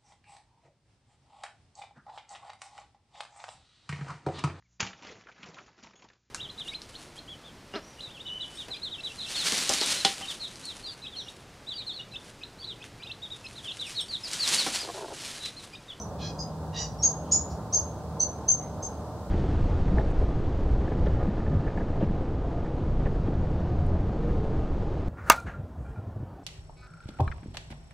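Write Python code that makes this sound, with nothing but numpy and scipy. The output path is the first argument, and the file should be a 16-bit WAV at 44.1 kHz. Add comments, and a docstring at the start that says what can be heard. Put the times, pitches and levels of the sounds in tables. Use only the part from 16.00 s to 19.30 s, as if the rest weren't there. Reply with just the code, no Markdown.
"""A small bird scolds in sharp high chips: upswept whistles with sidebands and rasp from its syrinx.
Between them come two hoarse nasal calls (rough harmonics through a climbing throat resonance),
a faint thin whistle and soft rustles. Trees and houses echo all of these.
Distant traffic rumbles throughout under a faint hiss, with one engine droning in it."""
import sys
import numpy as np
from scipy import signal
from scipy.fft import rfft, irfft
from scipy.io import wavfile

SR = 44100
rng = np.random.default_rng(int(sys.argv[2]) if len(sys.argv) > 2 else 0)


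def unload_audio(sound):
    """Save the sound as a 16-bit wav file, at the path given as the first command line argument."""
    columns = np.transpose(np.atleast_2d(sound))
    # keep every value between -1 and 1, then stretch to whole-number steps
    steps = np.round(np.clip(columns, -1, 1) * 32767)
    wavfile.write(sys.argv[1], SR, steps.astype(np.int16))


N = 145530
T = np.arange(N) / SR
SIDE = np.array([[1], [-1]])  # left, right in antiphase


def undb(db):
    """Decibels to gain."""
    return 10 ** (np.asarray(db) / 20)


def unit(x):
    """Scale to rms 1."""
    return x / np.sqrt(np.mean(x ** 2))


def noise(spectrum):
    """Noise of rms 1 shaped by (f/Hz, level/dB) points."""
    hz, db = np.array(spectrum).T
    f = np.maximum(np.arange(N // 2 + 1) * SR / N, 1)
    shape = undb(np.interp(np.log(f), np.log(hz), db))
    return unit(irfft(rfft(rng.standard_normal(N)) * shape, N))


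def wander(rate_hz):
    """Smooth random motion of rms 1, bandwidth about rate_hz."""
    f = np.arange(N // 2 + 1) * SR / N
    return unit(irfft(rfft(rng.standard_normal(N)) * np.exp(-(f / rate_hz) ** 2), N))


def phase_of(hz):
    """Phase/rad of a moving pitch."""
    return 2 * np.pi * np.cumsum(hz) / SR


def swell(start_s, length_s, attack, release):
    """Rounded envelope; attack and release are shares of the length."""
    along = (T - start_s) / length_s
    rise = np.sin(np.pi / 2 * np.clip(along / attack, 0, 1)) ** 2
    fall = np.sin(np.pi / 2 * np.clip((1 - along) / release, 0, 1))
    return rise * fall


def pan(x, left_db):
    """Mono to stereo by level difference."""
    return x * undb(SIDE * left_db / 2)


# Syrinx rasp spectrum: f/Hz, level/dB
RASP_SPECTRUM = [(1500, -33.5), (3000, -18), (4000, -12.5), (5000, -5), (6000, 8), (6800, -2.5),
                 (7700, -11.5), (8600, -26.5), (9400, -37.5), (12000, -57)]
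# Chips: t/s, length/s, top f/Hz, upsweep/oct, level/dB, sideband spacing/Hz,
# lower sideband/dB, upper sideband/dB, rasp/dB
CHIP_NOTES = [(-.012, 0.022, 6100, 0.069, -38, 1720, -28, -41, -18),
              (.378, 0.034, 6480, .02, -46, 1490, 7.5, -29, -7),
              (1.019, .034, 6505, 0.22, -19, 1787, -20.5, -32, -15),
              (1.311, 0.031, 6902, .10, -16.5, 1755, -15, -37.5, -17),
              (1.723, 0.0294, 6413, .14, -17.5, 1638, -22, -37, -17.5),
              (2.194, 0.023, 6257, 0.063, -19, 1750, -18, -30.5, -22.5),
              (2.477, .023, 6372, 0.089, -18.5, 1810, -26, -39, -26),
              (2.822, 0.021, 6390, .04, -29, 1470, -21.5, -20, -15.5)]


def chips():
    """Each whistle sweeps up, then sags; a slower vibration of the syrinx adds sidebands and rasp."""
    rise_s, sag_oct = 0.00716, 0.024
    rasp = noise(RASP_SPECTRUM)
    pitch_jitter = 1 + 0.00943 * wander(498)
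    spacing_jitter = 1 + 0.0284 * wander(430)
    out = 0
    for start_s, length_s, top_hz, sweep_oct, db, spacing_hz, lower_db, upper_db, rasp_db in CHIP_NOTES:
        age_s = np.clip(T - start_s, 0, length_s)
        bend_oct = -sweep_oct * np.exp(-(age_s / rise_s) ** 2 / 2) - sag_oct * (age_s / length_s) ** 4
        carrier = phase_of(top_hz * pitch_jitter * 2 ** bend_oct)
        slow = phase_of(spacing_hz * spacing_jitter)
        sidebands = undb(lower_db) * np.sin(carrier - slow) + undb(upper_db) * np.sin(carrier + slow)
        voice = np.sqrt(2) * (np.sin(carrier) + sidebands)
        envelope = swell(start_s, length_s, attack=1, release=0.69)
        out += undb(db) * (voice * envelope ** 0.8 + undb(rasp_db) * rasp * envelope ** 0.5)
    flutter_db = 3 * wander(160)
    return pan(out * undb(flutter_db), left_db=0)


# Engine rumble and tyre roar spectra: f/Hz, level/dB
RUMBLE_SPECTRUM = [(20, -55), (35, -28), (48, -13.5), (62, -0.5), (85, -3), (112, -0.5), (138, -9),
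                   (180, -4), (230, -10), (330, -34), (700, -52.5)]
TYRE_SPECTRUM = [(100, -16), (220, -2), (295, -0.5), (360, -1.5), (450, 0.5), (600, 2), (800, -0.5),
                 (1060, -5), (1560, -18), (2200, -35), (4000, -63)]
# Rumble and tyre roar over time: t/s, level/dB
RUMBLE_LEVELS = [(0, -39.5), (.8, -40.5), (1.6, -39.5), (2.3, -40.5), (3.3, -39.5)]
TYRE_LEVELS = [(0, -41.5), (.6, -42.5), (1.3, -41), (1.9, -41.5), (2.6, -41.5), (3.3, -40.5)]


def traffic():
    """Far engines and tyres, nearly alike in both ears; a house front reflects the tyre roar."""
    wall_s, wall_db = 0.006687, -13.5
    rumble = noise(RUMBLE_SPECTRUM) * undb(np.interp(T, *np.array(RUMBLE_LEVELS).T))
    tyres = noise(TYRE_SPECTRUM) * undb(np.interp(T, *np.array(TYRE_LEVELS).T) + 0.8 * wander(9))
    reflection = undb(wall_db) * np.interp(T - wall_s, T, tyres)
    width = undb(-56) * noise([(25, -17), (70, 2.5), (160, 6), (300, -5.5), (700, -2),
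                               (1200, -8.5), (2200, -19.5), (6000, -38.5)])
    return pan(rumble + tyres + reflection, left_db=-0.615) + SIDE * width


# Background hiss spectrum: f/Hz, level/dB
AIR_SPECTRUM = [(1500, -12), (2300, -1), (4000, 5.5), (8000, 1), (10000, -4.5), (13000, -17.5),
                (15700, -37)]


def air():
    """A faint, wide, steady hiss."""
    width = undb(-62.5) * noise([(1500, -18), (2500, -10.5), (4500, -0.5), (8000, -5.5),
                                 (11000, -12), (15700, -17.5)])
    return undb(-63) * noise(AIR_SPECTRUM) + SIDE * width


# Engine drone: t/s, firing f/Hz, fundamental level/dB, octave level/dB
ENGINE_DRONE = [(0, 77.14, -49.5, -59), (.45, 78.8, -49, -39), (1.3, 79.5, -45.5, -45),
                (2.1, 77.3, -45.5, -45.5), (2.7, 76.54, -49.5, -48.5), (3.3, 78.4, -45, -54)]


def engine():
    """A distant engine drones on its firing rate and the octave."""
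    times_s, firing_hz, fundamental_db, octave_db = np.array(ENGINE_DRONE).T
    phase = phase_of(np.interp(T, times_s, firing_hz) * (1 + 0.008 * wander(18)))
    return sum(unit(np.sin(k * phase)) * undb(np.interp(T, times_s, db) + 2.1 * wander(4.6))
               for k, db in ((1, fundamental_db), (2, octave_db)))


# Call hiss spectrum: f/Hz, level/dB
CALL_HISS_SPECTRUM = [(800, -20), (1800, 4.5), (2300, -7), (3600, -16.5), (5800, 12.5), (7100, -22),
                      (8300, -26.5), (12000, -47)]
# Hoarse calls: t/s, length/s, middle f/Hz, glide/oct, level/dB, first throat f/Hz, last throat f/Hz
HOARSE_NOTES = [(0.177, 0.117, 836, -.09, -41, 3170, 4420), (0.723, 0.1224, 954.7, .04, -34.5, 2100, 5810)]


def hoarse_calls():
    """Rough harmonics through a throat resonance that climbs as the bill opens; each cycle pulses hiss."""
    settle_share, open_share = 0.36, 0.63
    half_width_hz, flutter_db, hiss_db = 695, 2.5, -9
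    orders = np.arange(2, 9)
    out = 0
    for start_s, length_s, hz, glide_oct, db, first_hz, last_hz in HOARSE_NOTES:
        along = np.clip((T - start_s) / length_s, 0, 1)
        jitter = 0.016 + 0.035 * np.exp(-(along / settle_share) ** 2)  # a scrape settles into a pitch
        roughness = 1 + jitter * (wander(436) + 0.5 * wander(77.9))
        phase = phase_of(hz * 2 ** (glide_oct * (along - 0.5)) * roughness)
        throat_hz = first_hz + (last_hz - first_hz) * np.minimum(along / open_share, 1) ** 0.91
        harmonic_hz = hz * orders[:, None]
        resonance = 1 / np.hypot(1, (harmonic_hz - throat_hz) / half_width_hz)
        gains = resonance / (1 + (harmonic_hz / 7200) ** 16)
        gains /= np.sqrt(np.sum(gains ** 2, axis=0) / 2)
        voice = sum(gain * np.sin(k * phase) * undb(flutter_db * wander(270))
                    for k, gain in zip(orders, gains))
        hiss = undb(hiss_db) * unit(noise(CALL_HISS_SPECTRUM) * (1 + np.cos(phase)))
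        envelope = swell(start_s, length_s, attack=0.85, release=0.84) ** 0.67
        out += undb(db) * (voice + hiss) * envelope
    return pan(out, left_db=-1.1)


def thin_whistle():
    """One faint, slightly unsteady note."""
    pitch_hz = 5560 * (1 + 0.007 * wander(600))
    envelope = swell(start_s=0.984, length_s=0.03, attack=0.3, release=0.3)
    return undb(-48) * unit(np.sin(phase_of(pitch_hz))) * envelope


# Rustles: t/s, length/s, centre f/Hz, level/dB
RUSTLE_BURSTS = [(1.228, 0.079, 3550, -65), (1.492, 0.032, 5940, -55.5), (2.583, .09, 2200, -66)]


def rustles():
    """Brief soft swishes of fluttering band noise."""
    out = 0
    for start_s, length_s, hz, db in RUSTLE_BURSTS:
        band = noise([(hz / 2, -30), (hz / 1.2, -3), (hz, 0), (hz * 1.001, -7.5), (hz * 2, -30)])
        flutter_db = 3 * wander(120)
        out += undb(db + flutter_db) * band * swell(start_s, length_s, attack=0.54, release=0.53)
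    return out


def with_echoes(x, wet_db, width):
    """Add quick scatter from nearby branches and walls, then a longer faint tail."""
    gap_s = 0.0063
    age_s = np.arange(SR) / SR
    onset = np.clip(age_s / gap_s - 1, 0, 1)
    response = 0
    for db, t60_s in ((3.5, 0.2), (-7, 0.4)):
        mid, side = rng.standard_normal((2, SR)) * undb(-60 * age_s / t60_s) * onset
        tail = mid + width * SIDE * side
        response += undb(db + wet_db) * tail / np.sqrt(np.sum(tail ** 2) / 2)
    return x + signal.fftconvolve(x, response, axes=1)[:, :N]


def scene():
    """Echoing birds and rustles over the traffic."""
    whistled = with_echoes(chips() + thin_whistle(), wet_db=0, width=0.81)
    rough = with_echoes(hoarse_calls() + rustles(), wet_db=-1.2, width=0.49)
    return whistled + rough + traffic() + air() + engine()


def record(dry):
    """Steep low-pass on the top treble."""
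    cutoff_hz = 15700
    return signal.sosfilt(signal.ellip(10, 0.1, 80, cutoff_hz, fs=SR, output="sos"), dry)


dry = scene()
out = record(dry)
unload_audio(out)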